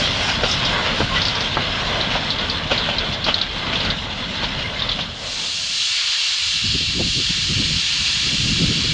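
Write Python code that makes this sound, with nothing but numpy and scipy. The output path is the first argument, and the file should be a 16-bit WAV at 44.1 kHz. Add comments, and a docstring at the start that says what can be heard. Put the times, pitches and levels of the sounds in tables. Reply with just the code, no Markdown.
"""Goods wagons roll slowly past: shaped noise roars, decaying modes knock over rail joints, links chink, flanges squeak.
At about 5 s the wagons fade away as a standing steam locomotive fades in.
It blows steam from its cylinder drains: jet noise with pipe resonances, surging in three ranges.
Gusts of wind then buffet the single microphone: low turbulent noise and short bursts of eddies."""
import sys
import numpy as np
from scipy import signal
from scipy.fft import rfft, irfft, next_fast_len
from scipy.io import wavfile
from scipy.ndimage import uniform_filter1d

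SR = 44100
rng = np.random.default_rng(int(sys.argv[2]) if len(sys.argv) > 2 else 0)


def log_audio(samples):
    """Write samples as a 16-bit WAV file to the path given in sys.argv[1]."""
    # one column per channel
    frames = np.atleast_2d(samples).T
    # limit to full scale, then quantise
    limited = np.clip(frames, -1, 1)
    pcm = np.round(limited * 32767).astype(np.int16)
    wavfile.write(sys.argv[1], SR, pcm)


N = 393813
TIME_S = np.arange(N) / SR
HOP = 128  # samples per turbulence frame
BAND_LIMIT_HZ = 10050

# Spectra are relative: each is scaled to unit power before its level is applied.
# wind strength on the microphone: time_s, level_db
WIND_STRENGTH = [(5.8, -55), (6.25, -50.5), (6.33, -50), (6.6, -42.5), (6.66, -35), (7.05, -31),
                 (7.22, -39.5), (7.6, -30.5), (7.9, -38.5), (8.02, -36.5), (8.12, -38), (8.3, -31),
                 (8.93, -29.5)]
# wind spectra, large and small eddies: freq_hz, density_db
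BUFFET_SPECTRUM = [(15, -17.5), (35, -0.5), (65, 2), (110, 2.5), (145, -7), (220, -25.5), (600, -62)]
FLUTTER_SPECTRUM = [(70, -32), (115, -5), (155, 4.5), (210, -4.5), (290, -7.5), (400, -18), (560, -22),
                    (900, -38), (2000, -85)]
# gusts: centre_s, length_s, level_db, reach_hz
GUSTS = [(6.655, 0.057, -25, 260), (6.755, 0.045, -23, 360), (6.812, 0.015, -32, 650), (7.0, .17, -24, 330),
         (7.007, 0.044, -23.5, 840), (7.19, .12, -26.5, 372), (7.305, 0.035, -23, 218),
         (7.515, .08, -24.5, 324), (7.603, 0.071, -22.5, 380), (7.76, .08, -26, 180),
         (8.01, .05, -30.5, 240), (8.27, .03, -30.5, 400), (8.412, 0.031, -29, 330),
         (8.52, 0.065, -19.5, 223), (8.63, 0.061, -20.5, 304), (8.71, .08, -22, 388),
         (8.852, 0.028, -23.5, 430)]
FLUTTER_DB, FLUTTER_DB_PER_WIND_DB = 17.5, 1.552  # flutter outgrows the buffeting
EDDY_KNEE_HZ, EDDY_LOW_SHARE = 250, 0.26  # gusts thin out above the knee and below this share of reach

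# steam ranges before trim and fade: time_s, rush_db, hiss_db, sizzle_db
STEAM_RANGES = [(5.65, -38, -25, -33.5), (5.8, -36, -22.3, -30.5), (6.02, -31.5, -21.5, -33),
                (6.5, -34, -22, -32), (6.8, -36.5, -21, -36), (7.0, -36, -24, -36), (7.13, -38, -21, -33),
                (7.34, -33.5, -22, -33.5), (7.6, -34, -22.5, -33.5), (8.1, -31.3, -21, -32),
                (8.45, -33.5, -22.5, -32.5), (8.93, -32.5, -22, -35)]
# fade-in of steam, buffeting and flutter: time_s, gain_db
STEAM_FADE = [(5.0, -38), (5.17, -13), (5.24, -6.5), (5.33, -1.5), (5.65, 1)]
# steam jet spectrum: freq_hz, density_db
JET_SPECTRUM = [(150, -42.5), (450, -29.5), (800, -22.5), (1200, -17), (1750, -11.5), (2450, -6.5),
                (2750, 1), (4400, 3), (5800, -10.5), (7100, -13.5), (8000, -24.5), (8800, -25.5),
                (9500, -35.5), (10000, -50.5)]
# drain pipe resonances and nulls: freq_hz, width_hz, gain_db
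DRAIN_MODES = [(820, 69, -5), (1535, 70, -7.5), (1570, 110, 2.5), (1920, 44, -8), (2074, 53, -9),
               (2340, 62, 3.5), (2554, 30, -8), (2840, 120, -0.5), (2750, 70, 3), (3120, 130, 0),
               (3330, 48, 4), (3750, 120, -3), (4080, 91, 2), (4270, 34, -9.5), (5100, 110, 2)]
RUSH_TRIM_DB, HISS_TRIM_DB, SIZZLE_TRIM_DB = 0.3, -0.86, 0

# rolling noise, scaled per layer by its law: time_s, level_db
ROLLING_LEVEL = [(0, 0.5), (.25, -0.5), (.45, -1.5), (.8, -1), (1.3, -2.5), (2.05, -1.5), (2.35, -4),
                 (2.9, -3), (3.47, -7), (3.62, -5), (3.87, -3.5), (4.08, -7.5), (4.35, -5), (4.7, -5.5),
                 (5.0, -8.5)]
# fade-out of the rolling noise: time_s, gain_db
WAGON_FADE = [(5.0, 0.5), (5.13, -2.5), (5.45, -5.5), (5.75, -14.5), (6.0, -29), (6.3, -60)]
# rolling spectra (bodies, rails, rims, near-wheel treble): freq_hz, density_db
RUMBLE_SPECTRUM = [(15, -22.5), (27, -2.5), (38, 3), (58, -2), (105, 0.5), (135, -1.5), (190, -1.5),
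                   (260, -4.5), (340, -17.5), (520, -39.5), (1200, -66.5)]
ROAR_SPECTRUM = [(150, -29), (330, -6), (450, -2), (620, 1), (800, -0.5), (1100, -1.5), (1500, -3.5),
                 (1800, -3), (2300, -4.5), (2800, -7.5), (3600, -16), (7000, -54)]
HISS_SPECTRUM = [(1200, -42), (2400, -8), (2850, 1.5), (3350, 2.5), (3800, 1.5), (4250, -0.5), (4650, -9),
                 (5100, -13.5), (5900, -18.5), (7000, -21.5), (7900, -31.5), (9000, -41.5), (9900, -57)]
FIZZ_SPECTRUM = [(3000, -26.5), (4600, 1), (5200, 4), (6000, -4), (7100, -10), (7900, -20), (9000, -18.5),
                 (9900, -39)]
# ringing of wheels and rails: freq_hz, width_hz, gain_db
WHEEL_RINGS = [(613, 150, -0.5), (786, 100, -3.5), (1050, 180, 0), (1270, 110, -1), (1540, 200, 3),
               (1780, 240, -2), (2056, 150, 3.5), (2280, 100, -2), (3210, 100, 2.5), (3424, 100, 3.5),
               (5080, 85, 7.5)]
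# gain of the near-wheel treble: time_s, gain_db
RIM_BRIGHTNESS = [(.3, 6), (1.0, -1), (1.35, 0.5), (1.55, -3.5), (2.8, -2), (3.5, -1.5), (5.0, 2.5)]
# layer laws: level_db, layer dB per dB of rolling level
RUMBLE_LAW, ROAR_LAW, HISS_LAW, FIZZ_LAW = (-27.5, 0.68), (-24.5, 0.99), (-25, 0.86), (-37.5, 1.33)

# flange squeaks and singing wheels: centre_s, length_s, pitch_hz, level_db
SQUEAKS = [(0.503, .5, 4840, -41), (0.753, .5, 1425, -42), (1.134, 0.11, 1055, -26),
           (1.174, 0.056, 1980, -21), (2.432, .3, 1440, -40), (4.659, .04, 2106, -26),
           (4.77, .035, 2115, -30)]

# underframes shaking between joints: peak_s, level_db, rise_s
RATTLES = [(.865, -20, .013), (1.166, -20, .024), (2.115, -21.5, 0.0097), (3.73, -21, .002),
           (3.85, -25, 0.03), (4.592, -26, .004)]
RATTLE_T60_S = 0.31
# thud and underframe clash spectra: freq_hz, density_db
THUD_SPECTRUM = [(30, -16.5), (120, 6), (280, -4.5), (400, -3), (620, 7.5), (1000, 1.5), (1500, 1.5),
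                 (2200, -12), (5000, -51)]
CLASH_SPECTRUM = [(500, -29), (1300, -2.5), (2100, 0), (2900, 8.5), (3600, 2.5), (4400, -2), (5600, -9),
                  (7000, -21.5), (9800, -56.5)]

# wheels dropping into rail joints: peak_s, thud_db, clash_db, rise_s, knock_hz
JOINTS = [(.294, -23.5, -19, 0.015, 503), (.435, -16, -19, 0.00092, 476), (.629, -24, -24, .004, 710),
          (1.005, -16.5, -24.5, .004, 315), (1.5704, -16, -41, 0.00051, 896),
          (2.1563, -18.5, -25, 0.0094, 556), (2.718, -17.5, -16.5, 0.0099, 565),
          (2.889, -23, -25, 0.0038, 590), (3.265, -21.5, -20.5, .001, 910),
          (3.286, -19, -18.5, 0.0078, 654), (4.435, -28, -24.5, 0.0081, 597),
          (4.991, -26.5, -24.5, 0.0039, 543)]
# modes of the solid knock: pitch_multiple, level_db, t60_s
KNOCK_MODES = [(.4, -6, 0.014), (1, -7, 0.036), (1.3, -3, 0.021), (2.1, -18, 0.0048)]
THUD_T60_S, CLASH_T60_S, KNOCK_OVER_THUD_DB = 0.13, 0.24, 9

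# chinks of couplings and brake gear, before the band filter: start_s, peak_db, pitch_hz
CHINKS = [(0.514, -6, 5340), (0.651, -9, 4700), (1.218, -3.5, 4500), (1.2531, -5.5, 4520),
          (1.2835, -5, 4520), (1.3505, -16, 4570), (1.4064, -10, 4720), (2.0117, -9, 4100),
          (2.3042, -4, 4170), (2.386, -11, 3900), (2.4984, -5, 4220), (2.778, -6, 4120),
          (2.984, -5.5, 4140), (3.1284, -26, 4420), (3.2426, -5.5, 4320), (3.3425, -1, 4200),
          (3.381, -18, 3600), (3.414, -3, 4040), (3.756, -9.5, 3330), (3.8018, -13, 3900),
          (3.8477, -18, 4030), (3.902, -7.5, 3840), (4.439, -14.5, 3980), (4.793, -19, 3770),
          (4.821, -7.5, 3640), (4.8913, -6.5, 3790), (4.9165, -7.5, 3600), (5.007, -17, 3600)]
# coupling link modes before random detuning and pitch-dependent sustain: pitch_multiple, level_db, t60_s
LINK_MODES = [(.82, -13, 0.014), (.93, -8, 0.014), (1.02, 6.5, 0.0068), (1.12, 2, 0.0071),
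              (1.25, -6.5, 0.0082)]
# filter on all chinks: freq_hz, gain_db
CHINK_BAND = [(1500, -31.5), (2700, -6), (3200, -1.5), (5300, -5), (6200, -2.5), (7200, -12), (9500, -37)]
CHATTER_DB, CHATTER_DB_PER_BLOW_DB = -16.5, 0.1  # chatter is almost equal after any blow


def gain_of(db):
    """Decibels to amplitude."""
    return 10 ** (np.asarray(db) / 20)


def evened(x):
    """Scales to rms 1."""
    return x / np.sqrt(np.mean(x ** 2) + 1e-20)


def read(points, hz):
    """A spectrum in dB, joined on a log-frequency axis."""
    point_hz, db = np.transpose(points)
    return np.interp(np.log(hz + 1), np.log(point_hz + 1), db)


def bumps(modes, hz):
    """Bell-shaped resonances and nulls in dB."""
    return sum(db * np.exp(-2 * ((hz - f) / width) ** 2) for f, width, db in modes)


def levels(rows):
    """The dB columns of a curve table as gains at every sample."""
    time_s, *columns = np.transpose(rows)
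    return [gain_of(np.interp(TIME_S, time_s, db)) for db in columns]


def add(mix, start_s, sound):
    """Mixes a sound in place from start_s."""
    part = mix[max(round(start_s * SR), 0):][:len(sound)]
    part += sound[:len(part)]


def colour(x, shape):
    """Filters x by a dB function of frequency, keeping the power of white noise."""
    gain = evened(gain_of(shape(np.fft.rfftfreq(len(x), 1 / SR))))
    return irfft(rfft(x) * gain, len(x))


def turbulence(shape, patch_db, flicker_db, size):
    """Noise of a given spectrum with short-lived patches (size in frames, bins) and a shared flicker."""
    frames, bins = N // HOP + 12, 4 * HOP + 1
    real, imag, patches = rng.standard_normal((3, bins, frames))
    patches = uniform_filter1d(patches, size[0], axis=1)
    patches = evened(uniform_filter1d(patches, size[1], axis=0))
    flicker = evened(uniform_filter1d(rng.standard_normal(frames), size[0]))
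    z = (real + 1j * imag) * gain_of(patch_db * patches + flicker_db * flicker)
    noise = signal.istft(z, nperseg=8 * HOP, noverlap=7 * HOP)[1]
    return evened(colour(np.resize(noise, next_fast_len(N)), shape)[:N])


def thud_shape(hz):
    """Thud spectrum in dB with the wheel and rail rings."""
    return read(THUD_SPECTRUM, hz) + bumps(WHEEL_RINGS, hz)


def clash_shape(hz):
    """Spectrum in dB of the dense underframe modes."""
    return read(CLASH_SPECTRUM, hz)


def burst(peak_s, level_db, rise_s, t60_s, shape):
    """Dense modes swell up to peak_s and die away: (start_s, sound)."""
    lead_s = 0.1
    t = np.arange(2 ** 14) / SR - lead_s
    swell = np.exp(np.minimum(t, 0) / rise_s)
    decay = gain_of(level_db - 60 * np.maximum(t, 0) / t60_s)
    return peak_s - lead_s, swell * decay * colour(rng.standard_normal(len(t)), shape)


def wind():
    """Large eddies buffet the microphone and small ones flutter; gusts reach various heights in pitch."""
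    strength = levels(WIND_STRENGTH)[0]
    buffet = turbulence(lambda f: read(BUFFET_SPECTRUM, f), patch_db=2.5, flicker_db=3.0, size=(12, 6))
    flutter = turbulence(lambda f: read(FLUTTER_SPECTRUM, f), patch_db=0.5, flicker_db=3.5, size=(12, 6))
    flutter_gain = gain_of(FLUTTER_DB) * strength ** FLUTTER_DB_PER_WIND_DB
    out = (strength * buffet + flutter_gain * flutter) * levels(STEAM_FADE)[0]
    for centre_s, length_s, level_db, reach_hz in GUSTS:
        def eddy_shape(f):
            """Band in dB between the low share of the reach and the reach."""
            above_reach = 1 + (f / reach_hz) ** 8
            above_knee = 1 + (f / EDDY_KNEE_HZ) ** 2
            below_band = 1 + (EDDY_LOW_SHARE * reach_hz / (f + 1)) ** 4
            return -10 * np.log10(above_reach * above_knee * below_band)

        n = int(length_s * SR)
        eddy = colour(rng.standard_normal(2 ** 13), eddy_shape)[:n]
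        add(out, centre_s - length_s / 2, gain_of(level_db) * evened(eddy) * np.hanning(n))
    return out


def steam():
    """Jet noise coloured by the drain pipes; its low, middle and top ranges surge as the cloud drifts."""
    jet = turbulence(lambda f: read(JET_SPECTRUM, f) + bumps(DRAIN_MODES, f),
                     patch_db=0.8, flicker_db=0.15, size=(18, 8))
    size = next_fast_len(N)
    z, hz = rfft(jet, size), np.fft.rfftfreq(size, 1 / SR)
    low = 1 / (1 + (hz / 2550) ** 16)
    top = 1 - 1 / (1 + (hz / 5500) ** 16)
    bands = (low, 1 - low - top, top)
    trims_db = (RUSH_TRIM_DB, HISS_TRIM_DB, SIZZLE_TRIM_DB)
    out = np.zeros(N)
    for gain, band, trim_db in zip(levels(STEAM_RANGES), bands, trims_db):
        out += gain_of(trim_db) * gain * evened(irfft(z * band, size)[:N])
    return out * levels(STEAM_FADE)[0]


def loose_ticks(ticks_per_s=60, tick_s=0.0022):
    """Small ticks from loose gear: random blows jiggle clash-coloured noise."""
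    blow_db = 3 * np.minimum(rng.exponential(1, N), 2)
    blows = (rng.random(N) < ticks_per_s / SR) * gain_of(blow_db)
    energy = signal.lfilter([1], [1, -np.exp(-1 / (tick_s * SR))], blows ** 2)
    return evened(colour(np.sqrt(energy) * rng.standard_normal(N), clash_shape))


def rolling(tick_db=-8):
    """Bodies rumble, rails roar, wheel rims hiss and fizz, loose gear ticks; all follow one level."""
    rolling_gain = levels(ROLLING_LEVEL)[0]
    rumble = turbulence(lambda f: read(RUMBLE_SPECTRUM, f), patch_db=0.66, flicker_db=1.5, size=(20, 4))
    roar = turbulence(lambda f: read(ROAR_SPECTRUM, f) + bumps(WHEEL_RINGS, f),
                      patch_db=1.63, flicker_db=1.4, size=(30, 4))
    hiss = turbulence(lambda f: read(HISS_SPECTRUM, f) + bumps(WHEEL_RINGS, f),
                      patch_db=2.1, flicker_db=1.5, size=(16, 6))
    hiss += gain_of(tick_db) * loose_ticks()
    fizz = turbulence(lambda f: read(FIZZ_SPECTRUM, f), patch_db=3.5, flicker_db=2.5, size=(28, 5))
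    fizz *= levels(RIM_BRIGHTNESS)[0]
    layers = [(rumble, RUMBLE_LAW), (roar, ROAR_LAW), (hiss, HISS_LAW), (fizz, FIZZ_LAW)]
    out = sum(sound * gain_of(db) * rolling_gain ** follow for sound, (db, follow) in layers)
    return out * levels(WAGON_FADE)[0]


def squeaks(waver_hz=28):
    """A flange rubs the rail and briefly sets one wheel mode singing."""
    out = np.zeros(N)
    for centre_s, length_s, pitch_hz, level_db in SQUEAKS:
        n = int(length_s * SR)
        waver = evened(uniform_filter1d(rng.standard_normal(SR), size=200))[:n]
        tone = np.sin(2 * np.pi * np.cumsum(pitch_hz + waver_hz * waver) / SR)
        add(out, centre_s - length_s / 2, gain_of(level_db) * np.sqrt(2) * tone * np.hanning(n))
    return out


def rattles(body_db=-8, clatter_db=1.5):
    """An underframe shakes: a longer, unevenly clattering clash with little thud."""
    out = np.zeros(N)
    for peak_s, level_db, rise_s in RATTLES:
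        add(out, *burst(peak_s, level_db, rise_s, RATTLE_T60_S, clash_shape))
        add(out, *burst(peak_s, level_db + body_db, rise_s, RATTLE_T60_S, thud_shape))
    clatter = evened(uniform_filter1d(rng.standard_normal(N), size=200))
    return out * evened(gain_of(clatter_db * clatter))


def joints(contact_s=0.00029):
    """Each wheel drops into a joint: a solid knock, a low thud and a clash of dense underframe modes."""
    out, t = np.zeros(N), np.arange(2 ** 12) / SR
    for peak_s, thud_db, clash_db, rise_s, knock_hz in JOINTS:
        add(out, *burst(peak_s, thud_db, rise_s, THUD_T60_S, thud_shape))
        add(out, *burst(peak_s, clash_db, rise_s, CLASH_T60_S, clash_shape))
        knock = np.zeros(len(t))
        for multiple, mode_db, t60_s in KNOCK_MODES:
            knock -= gain_of(mode_db - 60 * t / t60_s) * np.sin(2 * np.pi * multiple * knock_hz * t)
        onset = 1 - np.exp(-t / contact_s)
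        add(out, peak_s, gain_of(thud_db + KNOCK_OVER_THUD_DB) * knock * onset)
    return out


def chinks(chatter_t60_s=0.12, ring_hz=3450, ring_t60_s=0.21, ring_db=-6):
    """Steel links strike twice within milliseconds, then chatter and ring; low, heavy links sustain longest."""
    out, t = np.zeros(N), np.arange(2 ** 13) / SR
    for start_s, peak_db, pitch_hz in CHINKS:
        chatter_noise, ring_noise = rng.standard_normal((2, len(t)))
        sustain = (4300 / pitch_hz) ** 4
        blow = np.zeros(len(t))
        for multiple, mode_db, t60_s in LINK_MODES:
            mode_hz = pitch_hz * multiple * rng.uniform(0.9, 1.02)
            decay = gain_of(mode_db - 60 * t / (t60_s * sustain))
            blow += decay * np.sin(2 * np.pi * (mode_hz * t + rng.random()))
        blow *= 1 - np.exp(-t / 0.00051)
        strike = 1.6 * blow
        add(strike, rng.uniform(0.0022, 0.0026), blow)  # second strike
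        strike *= gain_of(peak_db) / abs(strike).max()

        chatter = colour(chatter_noise, lambda f: -12 * np.log10(1 + ((f - pitch_hz) / 800) ** 4))
        chatter *= gain_of(-60 * t / chatter_t60_s)
        ring = colour(ring_noise, lambda f: -18 * np.log10(1 + ((f - ring_hz) / 380) ** 2))
        ring *= gain_of(ring_db - 60 * t / ring_t60_s)
        tail = (chatter + ring) * (1 - np.exp(-t / 0.0022))
        add(out, start_s, strike + gain_of(CHATTER_DB + CHATTER_DB_PER_BLOW_DB * peak_db) * tail)
    size = next_fast_len(N)
    band = gain_of(read(CHINK_BAND, np.fft.rfftfreq(size, 1 / SR)))
    return irfft(rfft(out, size) * band, size)[:N]


def scene():
    """Everything reaches one microphone, the same in both channels."""
    mono = wind() + steam() + rolling() + squeaks() + rattles() + joints() + chinks()
    return np.array([mono, mono])


def record(dry):
    """The band limit of the recorder: a linear-phase low-pass."""
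    lowpass = signal.firwin(511, BAND_LIMIT_HZ, window=("kaiser", 9), fs=SR)
    return signal.oaconvolve(dry, lowpass[None], "same")


dry = scene()
out = record(dry)
log_audio(out)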